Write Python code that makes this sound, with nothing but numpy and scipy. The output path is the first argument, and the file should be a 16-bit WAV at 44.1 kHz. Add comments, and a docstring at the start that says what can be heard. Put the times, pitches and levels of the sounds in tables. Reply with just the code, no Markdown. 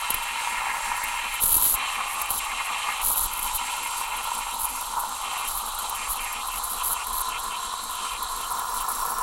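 """Steam wand frothing milk

A coffee machine's steam wand froths milk in a small steel pitcher, close to the microphone. The jet is hissing
noise; collapsing bubbles are noise puffs that churn in the pitcher's hollow and rasp while the tip is deep.
When the tip breaks the surface, clumped puffs sputter and the rasp thins out. From about the middle, as foam
builds, the tip dips in for short gurgles; near the end a fizz of tiny pops joins. A pump of decaying sine
tones throbs almost evenly behind."""
import sys
import numpy as np
from scipy import signal
from scipy.fft import rfft, irfft, next_fast_len
from scipy.io import wavfile
from scipy.ndimage import uniform_filter1d, map_coordinates

SR = 44100
rng = np.random.default_rng(int(sys.argv[2]) if len(sys.argv) > 2 else 0)


def wrap_up_sound(samples):
    """Save the sound to the file named by the first command line argument, as 16-bit audio."""
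    columns = np.atleast_2d(samples).T
    # keep every value between -1 and 1, then stretch to whole-number steps
    tamed = np.clip(columns, -1, 1)
    steps = np.round(tamed * 32767).astype(np.int16)
    wavfile.write(sys.argv[1], SR, steps)


N = 406602  # length in samples

# Quiet room and low air noise, relative spectra: (frequency [Hz], density [dB per Hz])
ROOM_TONE = [(20, 3.5), (100, -0.5), (160, -18.5), (350, -11), (600, -15.5), (2000, -12.5), (16000, -48)]
RUMBLE = [(10, -10), (24, 3), (45, -5.5), (92, -22), (160, -34), (300, -43)]
# Ringing of the pump's housing: (frequency [Hz], average relative level [dB], time to fall 60 dB [s])
HOUSING = [(206, -0.5, 0.18), (226.7, -5, 0.19), (259.2, -3.5, 0.22), (309, -3.5, 0.17), (365, 1.5, 0.11),
           (413.5, 3.5, 0.11), (493, -1.5, 0.2)]
# Steam hiss before the nozzle resonances, relative spectrum: (frequency [Hz], density [dB per Hz])
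HISS = [(300, -46), (1500, -4), (3300, -0.5), (3950, 3.5), (4400, 2.5), (4650, 2), (5300, -3), (6900, 1.5),
        (8100, 3.5), (9200, 0.5), (10000, 4), (11600, 1.5), (12500, -22), (13400, -28), (15800, -19)]
# Resonances of the nozzle: (frequency [Hz], width [Hz], boost [dB])
NOZZLE = [(5610, 84, 10.5), (6390, 120, 8), (7480, 170, 11), (8220, 140, 8.5), (8740, 150, 7.5)]
# Fine fizz of the foam near the end: (time [s], level [dB])
FIZZ = [(8.3, -75), (8.55, -39), (9.22, -35.5)]
# Colour of the fizz, relative spectrum: (frequency [Hz], density [dB per Hz])
FOAM_FIZZ = [(4500, -54), (5300, -4), (5630, 2), (6000, -14), (8900, -35), (9600, -17), (12500, -7),
             (13600, -4), (14250, -21), (15600, 0)]
# Foam builds up: (time [s], share [0-1])
FOAM = [(0, 0), (5, 0.17), (7.3, 1), (9.22, 0.88)]
# The pitcher tilts and flattens the hollow's note: (time [s], share [0-1])
TILT = [(1.6, 0.07), (1.8, 0.93), (2.95, 0.94), (3.3, 0.12), (3.6, 0), (5.1, 0.1), (5.25, 0.87),
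        (6.2, 0.62), (6.8, 0.33), (7.3, 0)]
# Churning milk, before its random flutter: (time [s], level [dB])
CHURN = [(0, -33), (.3, -33), (.73, -29.5), (1.2, -32.5), (1.7, -37), (1.85, -32.5), (3.5, -33.5),
         (4.9, -33.5), (5.02, -29.5), (5.15, -33.5), (6.4, -33.5), (7.45, -31.5), (7.75, -34), (8.4, -32),
         (9.22, -28.5)]
# The hollow with cold milk, warm milk and the pitcher tilted, relative spectra: (frequency [Hz], density [dB
# per Hz])
COLD_HOLLOW = [(350, -31), (480, -25.5), (590, -18), (700, -19.5), (815, -5.5), (950, 3), (1050, -3),
               (1180, -9.5), (1370, -4.5), (1460, -11.5), (1570, -29), (2000, -34.5)]
WARM_HOLLOW = [(350, -27.5), (470, -17), (570, -24.5), (740, -11.5), (860, -12.5), (1015, 3.5),
               (1200, -7.5), (1300, -5.5), (1430, -8), (1580, -27.5), (1710, -17), (2050, -41)]
TILTED_HOLLOW = [(350, -27), (480, -19), (610, -15.5), (720, -9), (820, 0.5), (920, -2), (1050, 1.5),
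                 (1210, 2), (1340, -6), (1450, -9), (1580, -19.5), (2000, -36)]
# Big bubbles collapse: (time [s], peak of the swell [dB])
GULPS = [(.473, -16), (.668, -20), (1.826, -19.5), (2.761, -20), (3.907, -29), (4.012, -19), (4.317, -17.5),
         (5.926, -24), (7.738, -24), (8.15, -25.5)]
# Single spurts of spray: (time [s], strength that sets snap, thud and gust [dB])
SPURTS = [(.1033, -7.5), (0.1423, -11), (1.037, -16.5), (1.4358, -8), (1.566, -8), (2.215, -12.5),
          (2.3046, -8.5), (3.3338, -17), (3.3737, -20), (3.3915, -15), (4.242, -21), (4.81, -18.5),
          (5.8955, -15.5), (6.327, -20.5), (7.0675, -19), (8.228, -18)]
# Low thud of a spurt, relative spectrum: (frequency [Hz], density [dB per Hz])
THUD = [(20, 0), (70, -5), (150, -9), (400, -12), (700, -18), (1500, -40)]
# Hard and soft spray, relative spectra: (frequency [Hz], density [dB per Hz])
HARD_SPRAY = [(500, -20.5), (2000, -25), (4000, -18.5), (5300, -26.5), (7600, -16.5), (9150, -16.5),
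              (9600, -10.5), (10400, -1.5), (10950, -9), (11500, 2), (12400, -6.5), (13000, -16),
              (13500, -9.5), (14300, -19), (15600, -10.5)]
SOFT_SPRAY = [(1500, -21), (5000, -37), (7000, -5), (9000, -8.5), (9700, 7.5), (10900, 5.5), (12000, 4.5),
              (13000, -1), (13500, -9), (14300, -4), (15600, -15)]
# The tip breaks the surface and sputters: (start [s], length [s], starting level [dB])
SPUTTERS = [(1.429, 0.32, -19), (2.314, .075, -26.5), (3.045, 0.092, -22), (3.178, 0.084, -24),
            (3.442, 0.014, -31), (3.555, 0.014, -24.5), (4.603, .045, -27.5), (4.998, 0.061, -33.5),
            (5.496, .1, -29), (6.106, .03, -26), (6.65, 0.073, -30.5), (6.853, 0.083, -24.5),
            (7.145, 0.071, -27.5), (7.39, 0.11, -40), (7.85, .06, -39.5)]
# Light spitting around the tip between the sputters: (time [s], level [dB])
SPITTING = [(0, -43), (.6, -52), (1.3, -41), (1.85, -54), (2.1, -42.5), (2.8, -48), (3.4, -33.5),
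            (3.7, -47.5), (3.95, -41.5), (4.9, -39), (5.4, -45.5), (5.7, -37), (6.0, -43.5), (6.55, -38),
            (7.3, -45), (8.05, -48.5), (8.6, -39.5), (9.22, -35)]
# Steam condenses under the milk, before venting, gurgles and slosh: (time [s], level [dB], bubble ring [Hz])
RASP = [(0, -34.5, 2520), (.42, -32, 2420), (.6, -33.5, 2270), (1.02, -34, 2040), (1.2, -33, 2500),
        (1.9, -31.5, 2550), (2.15, -36.5, 2520), (2.92, -33.5, 2550), (3.3, -39, 2825), (3.68, -34.5, 2680),
        (3.95, -39, 2610), (4.15, -35.5, 2620), (4.38, -40, 3155), (5.0, -45, 3410), (5.7, -40.5, 3500),
        (6.6, -42.5, 3830), (8.3, -40, 3840), (9.22, -57, 3750)]
# The tip dips in and gurgles, before slosh: (start [s], length [s], level [dB], bubble ring [Hz])
GURGLES = [(4.433, 0.094, -37.5, 2750), (4.674, 0.12, -42, 2740), (5.25, 0.22, -36.5, 2800),
           (5.976, 0.094, -37.5, 2500), (6.202, 0.2, -37, 2500), (6.51, .05, -40.5, 2680),
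           (6.79, .025, -38.5, 2950), (6.974, 0.053, -39, 2550), (7.345, .02, -36, 2620),
           (7.535, 0.033, -37.5, 2600), (8.004, 0.16, -36.5, 2910), (8.43, .015, -39, 2950),
           (8.809, .01, -39, 3150)]
# Air modes of the pitcher, before they are sharpened: (frequency [Hz], width [Hz], relative level [dB])
PITCHER = [(1676, 174, 6.5), (1887, 85, 5.5), (2098, 39, 5), (2136, 45, 7.5), (2234, 30, 5.5),
           (2390, 47, 6), (2458, 53, 5.5), (2680, 145, 6.5), (2816, 22, 6.5), (2965, 45, -7.5),
           (3076, 65, 7.5), (3156, 44, 4), (3380, 45, 5.5), (3720, 110, -0.5), (3920, 175, 5),
           (4136, 370, 5.5)]

JET_DB = -38
SPUTTER_ATTACK_S, SPUTTER_RELEASE_S, SPUTTER_SAG_DB_PER_S = 0.035, 0.013, 12
GURGLE_ATTACK_S, GURGLE_RELEASE_S = 0.057, 0.034
# The thin rasp left while steam escapes, and the sputter level that lets half of the steam out
VENTED_DB, VENTED_HZ, VENTING_DB = -45.5, 3730, -28.5
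VENTING_SMOOTH_S = 0.02  # time the rasp takes to thin out or return
# Thud strength of the strongest spurt; weaker spurts lose their thud faster than their snap
THUD_DB, THUD_GROWS = -30, 1.6
SPURT_GUST_DB, SPURT_GUST_T60_S = -29, 0.3  # draught after a spurt, relative to the spurt
TOP_HZ = 15830


def amp(db):
    """Turn decibels into gain."""
    return 10 ** (np.asarray(db) / 20)


def unit(x):
    """Scale x to an average strength (rms) of 1."""
    return x / np.sqrt(np.mean(x ** 2) + 1e-20)


def seconds():
    """Give the time of every sample."""
    return np.arange(N) / SR


def curve(rows):
    """Join (time, value) rows with straight lines, one value per sample."""
    return np.interp(seconds(), *np.transpose(rows))


def shape(points):
    """Make a gain for any frequency from (Hz, dB) points, joined along a log axis."""
    f, db = np.transpose(points)
    return lambda hz: amp(np.interp(np.log(hz + 1), np.log(f + 1), db))


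def humps(modes, hz):
    """Join the gains of (Hz, width, dB) resonances by adding their power."""
    power = sum(
        amp(db) ** 2 / (1 + (2 * (hz - centre) / width) ** 2)
        for centre, width, db in modes)
    return np.sqrt(power)


def wobble(rate):
    """Draw a smooth random curve with this many random points a second."""
    coarse = seconds()[::64]
    points = rng.standard_normal(len(coarse))
    return np.interp(seconds(), coarse, map_coordinates(points, [coarse * rate]))


def coloured(x, gain, size=16384):
    """Filter x to this gain against frequency, without any sound ahead of its cause."""
    wanted = np.maximum(gain(np.fft.rfftfreq(size, 1 / SR)), 1e-6)
    # folding the cepstrum puts the filter's energy as early as possible
    cepstrum = irfft(np.log(wanted))
    cepstrum[1:size // 2] *= 2
    cepstrum[size // 2 + 1:] = 0
    response = irfft(np.exp(rfft(cepstrum)))[:size // 2]
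    return signal.oaconvolve(x, response)[:N]


def impulses(times, sizes):
    """Place kicks of these sizes at these times."""
    places = np.clip(np.asarray(times) * SR, 0, N - 1).astype(int)
    return np.bincount(places, sizes, N)


def pops(rate, spread_db, count=60000):
    """Scatter kicks of uneven size at random times, rate a second."""
    times = rng.random(count) * N / SR
    sizes = amp(spread_db * np.clip(rng.standard_normal(count), -2, 2))
    used = int(rate * N / SR)
    return impulses(times[:used], sizes[:used])


def fading_power(kicks, t60):
    """Let the power of every kick die away, 60 dB in t60 seconds."""
    return signal.lfilter([1], [1, -amp(-120 / (t60 * SR))], kicks ** 2)


def puffs(kicks, t60, rise=0.00049):
    """Let every kick release a short, fading puff of noise with a soft start; times in seconds."""
    power = fading_power(kicks, t60)
    power = signal.lfilter([1 / (rise * SR)], [1, -np.exp(-1 / (rise * SR))], power)
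    return np.sqrt(power) * rng.standard_normal(N)


def event_gain(start, length, attack, release, sag_db_per_s=0):
    """Fade one event in ahead of its start, hold it while it sags, then fade it out; times in seconds."""
    t = seconds() - start
    gate = np.interp(t, [-attack, 0, length, length + release], [0, 1, 1, 0])
    return gate * amp(-sag_db_per_s * np.clip(t, 0, length))


def air(spit, rest_db=-56, gust_db=-39.0, gust_grows=0.57, foam_db=4):
    """Steam that escapes the milk puffs on the microphone, more as foam builds, over a quiet room."""
    loudest_sputter_db = np.max(SPUTTERS, axis=0)[2]
    escaping = gust_grows * (spit - loudest_sputter_db) + foam_db * curve(FOAM)
    s, db = np.transpose(SPURTS)
    gust_power = fading_power(impulses(s, amp(db + SPURT_GUST_DB)), SPURT_GUST_T60_S)
    draught = np.sqrt(amp(rest_db) ** 2 + amp(gust_db + escaping) ** 2 + gust_power)
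    rumble = unit(coloured(rng.standard_normal(N), shape(RUMBLE)))
    rumble = rumble * draught * amp(2.5 * wobble(12))
    room = unit(coloured(rng.standard_normal(N), shape(ROOM_TONE))) * amp(-58.5)
    return rumble + room


def pump(first=0.118, period=0.183, swell=0.045, scatter=0.00278):
    """Each soft stroke of the water pump swells and rings in the machine's housing; settings in seconds."""
    out = np.zeros(N + SR)
    t = np.arange(SR // 3) / SR
    for s in np.arange(first, N / SR, period):
        ring = np.zeros(len(t))
        for hz, db, t60 in HOUSING:
            fade = amp(db + rng.normal(0, 2.4) - 60 * t / t60)
            ring += fade * np.sin(2 * np.pi * (hz * t + rng.random()))
        begin = round(abs(s + rng.normal(0, scatter)) * SR)
        out[begin:][:len(t)] += ring * (1 - np.exp(-t / swell)) ** 2
    return unit(out[:N]) * amp(-58.5)


def fizz():
    """Countless tiny foam bubbles burst as short noise puffs and make a sizzle."""
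    bursts = puffs(pops(rate=1400, spread_db=7.0), t60=0.0033)
    return unit(coloured(bursts, shape(FOAM_FIZZ))) * amp(curve(FIZZ))


def gulps(pitch_hz=990, swell=0.0017):
    """A big bubble collapses: a few cycles near the hollow's note swell (seconds) and fade."""
    out = np.zeros(N + SR)
    t = np.arange(SR // 30) / SR
    envelope = t / swell * np.exp(1 - t / swell)
    for s, db in GULPS:
        hz = pitch_hz * (1 + 0.053 * rng.standard_normal())
        out[round(s * SR):][:len(t)] += amp(db) * np.sin(2 * np.pi * hz * t) * envelope
    return out[:N]


def churn():
    """Collapsing bubbles knock on the hollow above the milk, whose colour shifts with foam and the pitcher's
    tilt."""
    knocks = pops(rate=2200, spread_db=2.5)
    tilt, foam = curve(TILT), curve(FOAM)
    states = [
        (COLD_HOLLOW, (1 - tilt) * (1 - foam)),
        (WARM_HOLLOW, (1 - tilt) * foam),
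        (TILTED_HOLLOW, tilt)]
    roar = np.zeros(N)
    for hollow, share in states:
        # the shares split the power, so each gain is a square root
        roar += np.sqrt(share) * unit(coloured(puffs(knocks, t60=0.0045), shape(hollow)))
    return roar * amp(curve(CHURN) + 1.2 * wobble(45))


def spurts():
    """A pocket of steam breaks out: a snap of spray and a low thud, both puffs of noise."""
    s, db = np.transpose(SPURTS)
    snaps = puffs(impulses(s, amp(db)), t60=0.022, rise=0.0015)
    thud_sizes = amp(THUD_DB + THUD_GROWS * (db - db.max()))
    thuds = puffs(impulses(s, thud_sizes), t60=0.026)
    # colouring keeps the overall strength of the puffs
    snap = unit(coloured(snaps, shape(HARD_SPRAY))) * np.std(snaps) * amp(-4)
    thud = unit(coloured(thuds, shape(THUD))) * np.std(thuds)
    return snap + thud


def sputtering():
    """The tip breaks the surface again and again: add up the gain of these sputters."""
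    return sum(
        amp(db) * event_gain(s, length, SPUTTER_ATTACK_S, SPUTTER_RELEASE_S, SPUTTER_SAG_DB_PER_S)
        for s, length, db in SPUTTERS)


def spray(level, hard_db=-25, blend_db=5.5, most_hard=0.89, shrill_db=0.7, soft_db=0.5):
    """Milk tears into droplets at the tip: clumps of tiny spits, denser and shriller when it sputters hard."""
    hard = most_hard / (1 + np.exp((hard_db - level) / blend_db))
    tearing = puffs(pops(rate=1300, spread_db=3.8), t60=0.003, rise=0.0002)
    spitting = puffs(pops(rate=1100, spread_db=3.8), t60=0.004, rise=0.0003)
    # weak spitting comes in separate clumps, which run together as it grows
    clumps = amp(11.0 * (1 - hard) ** 2 * np.tanh(wobble(65)))
    shrill = unit(coloured(tearing, shape(HARD_SPRAY))) * amp(level + shrill_db)
    soft = unit(coloured(spitting * clumps, shape(SOFT_SPRAY))) * amp(level + soft_db)
    return np.sqrt(hard) * shrill + np.sqrt(1 - hard) * soft


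def condensing(sputter, slosh_db=0.5, slosh_octaves=0.032):
    """Give the rasp's level (dB) and ring (Hz): venting pulls it to a thin rasp, gurgles to their own."""
    s, db, hz = np.transpose(RASP)
    level, ring = np.interp(seconds(), s, db), np.interp(seconds(), s, hz)
    vented = sputter ** 2 / (sputter ** 2 + amp(VENTING_DB) ** 2)
    vented = uniform_filter1d(vented, int(VENTING_SMOOTH_S * SR))
    level = level + vented * (VENTED_DB - level)
    ring = ring + vented * (VENTED_HZ - ring)
    for start, length, gurgle_db, gurgle_hz in GURGLES:
        dip = event_gain(start, length, GURGLE_ATTACK_S, GURGLE_RELEASE_S)
        level = level + dip * (gurgle_db - level)
        ring = ring + dip * (gurgle_hz - ring)
    # the milk sloshes over the tip: deeper is louder and lower
    slosh = wobble(22)
    return level + slosh_db * slosh, ring * 2 ** (-slosh_octaves * slosh)


def rasp(level, ring_hz, width_octaves=0.33, widening=0.031, narrowing=0.25):
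    """Small bubbles condense under the milk; their shifting ring picks out the pitcher's modes."""
    crackle = puffs(pops(rate=6000, spread_db=2.2), t60=0.002)
    hz, t, spectrum = signal.stft(crackle, SR, nperseg=256)
    centre = np.interp(t, seconds(), ring_hz * 2 ** (0.08 * wobble(28)))
    # stronger condensation makes a wider range of bubble sizes; foam evens them out
    spread = widening * (level - level.mean()) - narrowing * curve(FOAM)
    width = width_octaves * np.exp(np.interp(t, seconds(), spread))
    octaves_off = np.log2((hz[:, None] + 1) / centre)
    bell = np.exp(-0.5 * (octaves_off / width) ** 2) + 0.1
    bell = bell / np.linalg.norm(bell, axis=0)
    ring = signal.istft(spectrum * bell, SR, nperseg=256)[1][:N]
    flutter = 1.2 * wobble(38)
    # the power of 1.45 sharpens the pitcher's modes
    in_pitcher = coloured(ring, lambda hz: humps(PITCHER, hz) ** 1.45)
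    return unit(in_pitcher) * amp(level + flutter)


def nozzle(hz):
    """Resonances of the nozzle lift the hiss around their frequencies; their boosts add up in dB."""
    return amp(sum(db / (1 + (2 * (hz - centre) / width) ** 2) for centre, width, db in NOZZLE))


def jet():
    """Steam rushes evenly through the nozzle: coloured noise with a slight flutter."""
    hiss = coloured(rng.standard_normal(N), lambda hz: shape(HISS)(hz) * nozzle(hz))
    return unit(hiss) * amp(JET_DB + 1.4 * wobble(14))


def scene(uneven_db=1.4):
    """Mix all sources; each sputter drives the spray and the draught, and starves the rasp."""
    sputter = sputtering()
    spit = 20 * np.log10(np.hypot(sputter, amp(curve(SPITTING)))) + uneven_db * wobble(25)
    background = air(spit) + pump()
    milk = fizz() + gulps() + churn() + spurts() + spray(spit)
    steam = rasp(*condensing(sputter)) + jet()
    return (background + milk + steam)[None]


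def record(dry):
    """Remove everything above the band limit."""
    size = next_fast_len(N + SR // 2)
    kept = np.fft.rfftfreq(size, 1 / SR) < TOP_HZ
    return irfft(rfft(dry, size) * kept, size)[..., :N]


dry = scene()
out = record(dry)
wrap_up_sound(out)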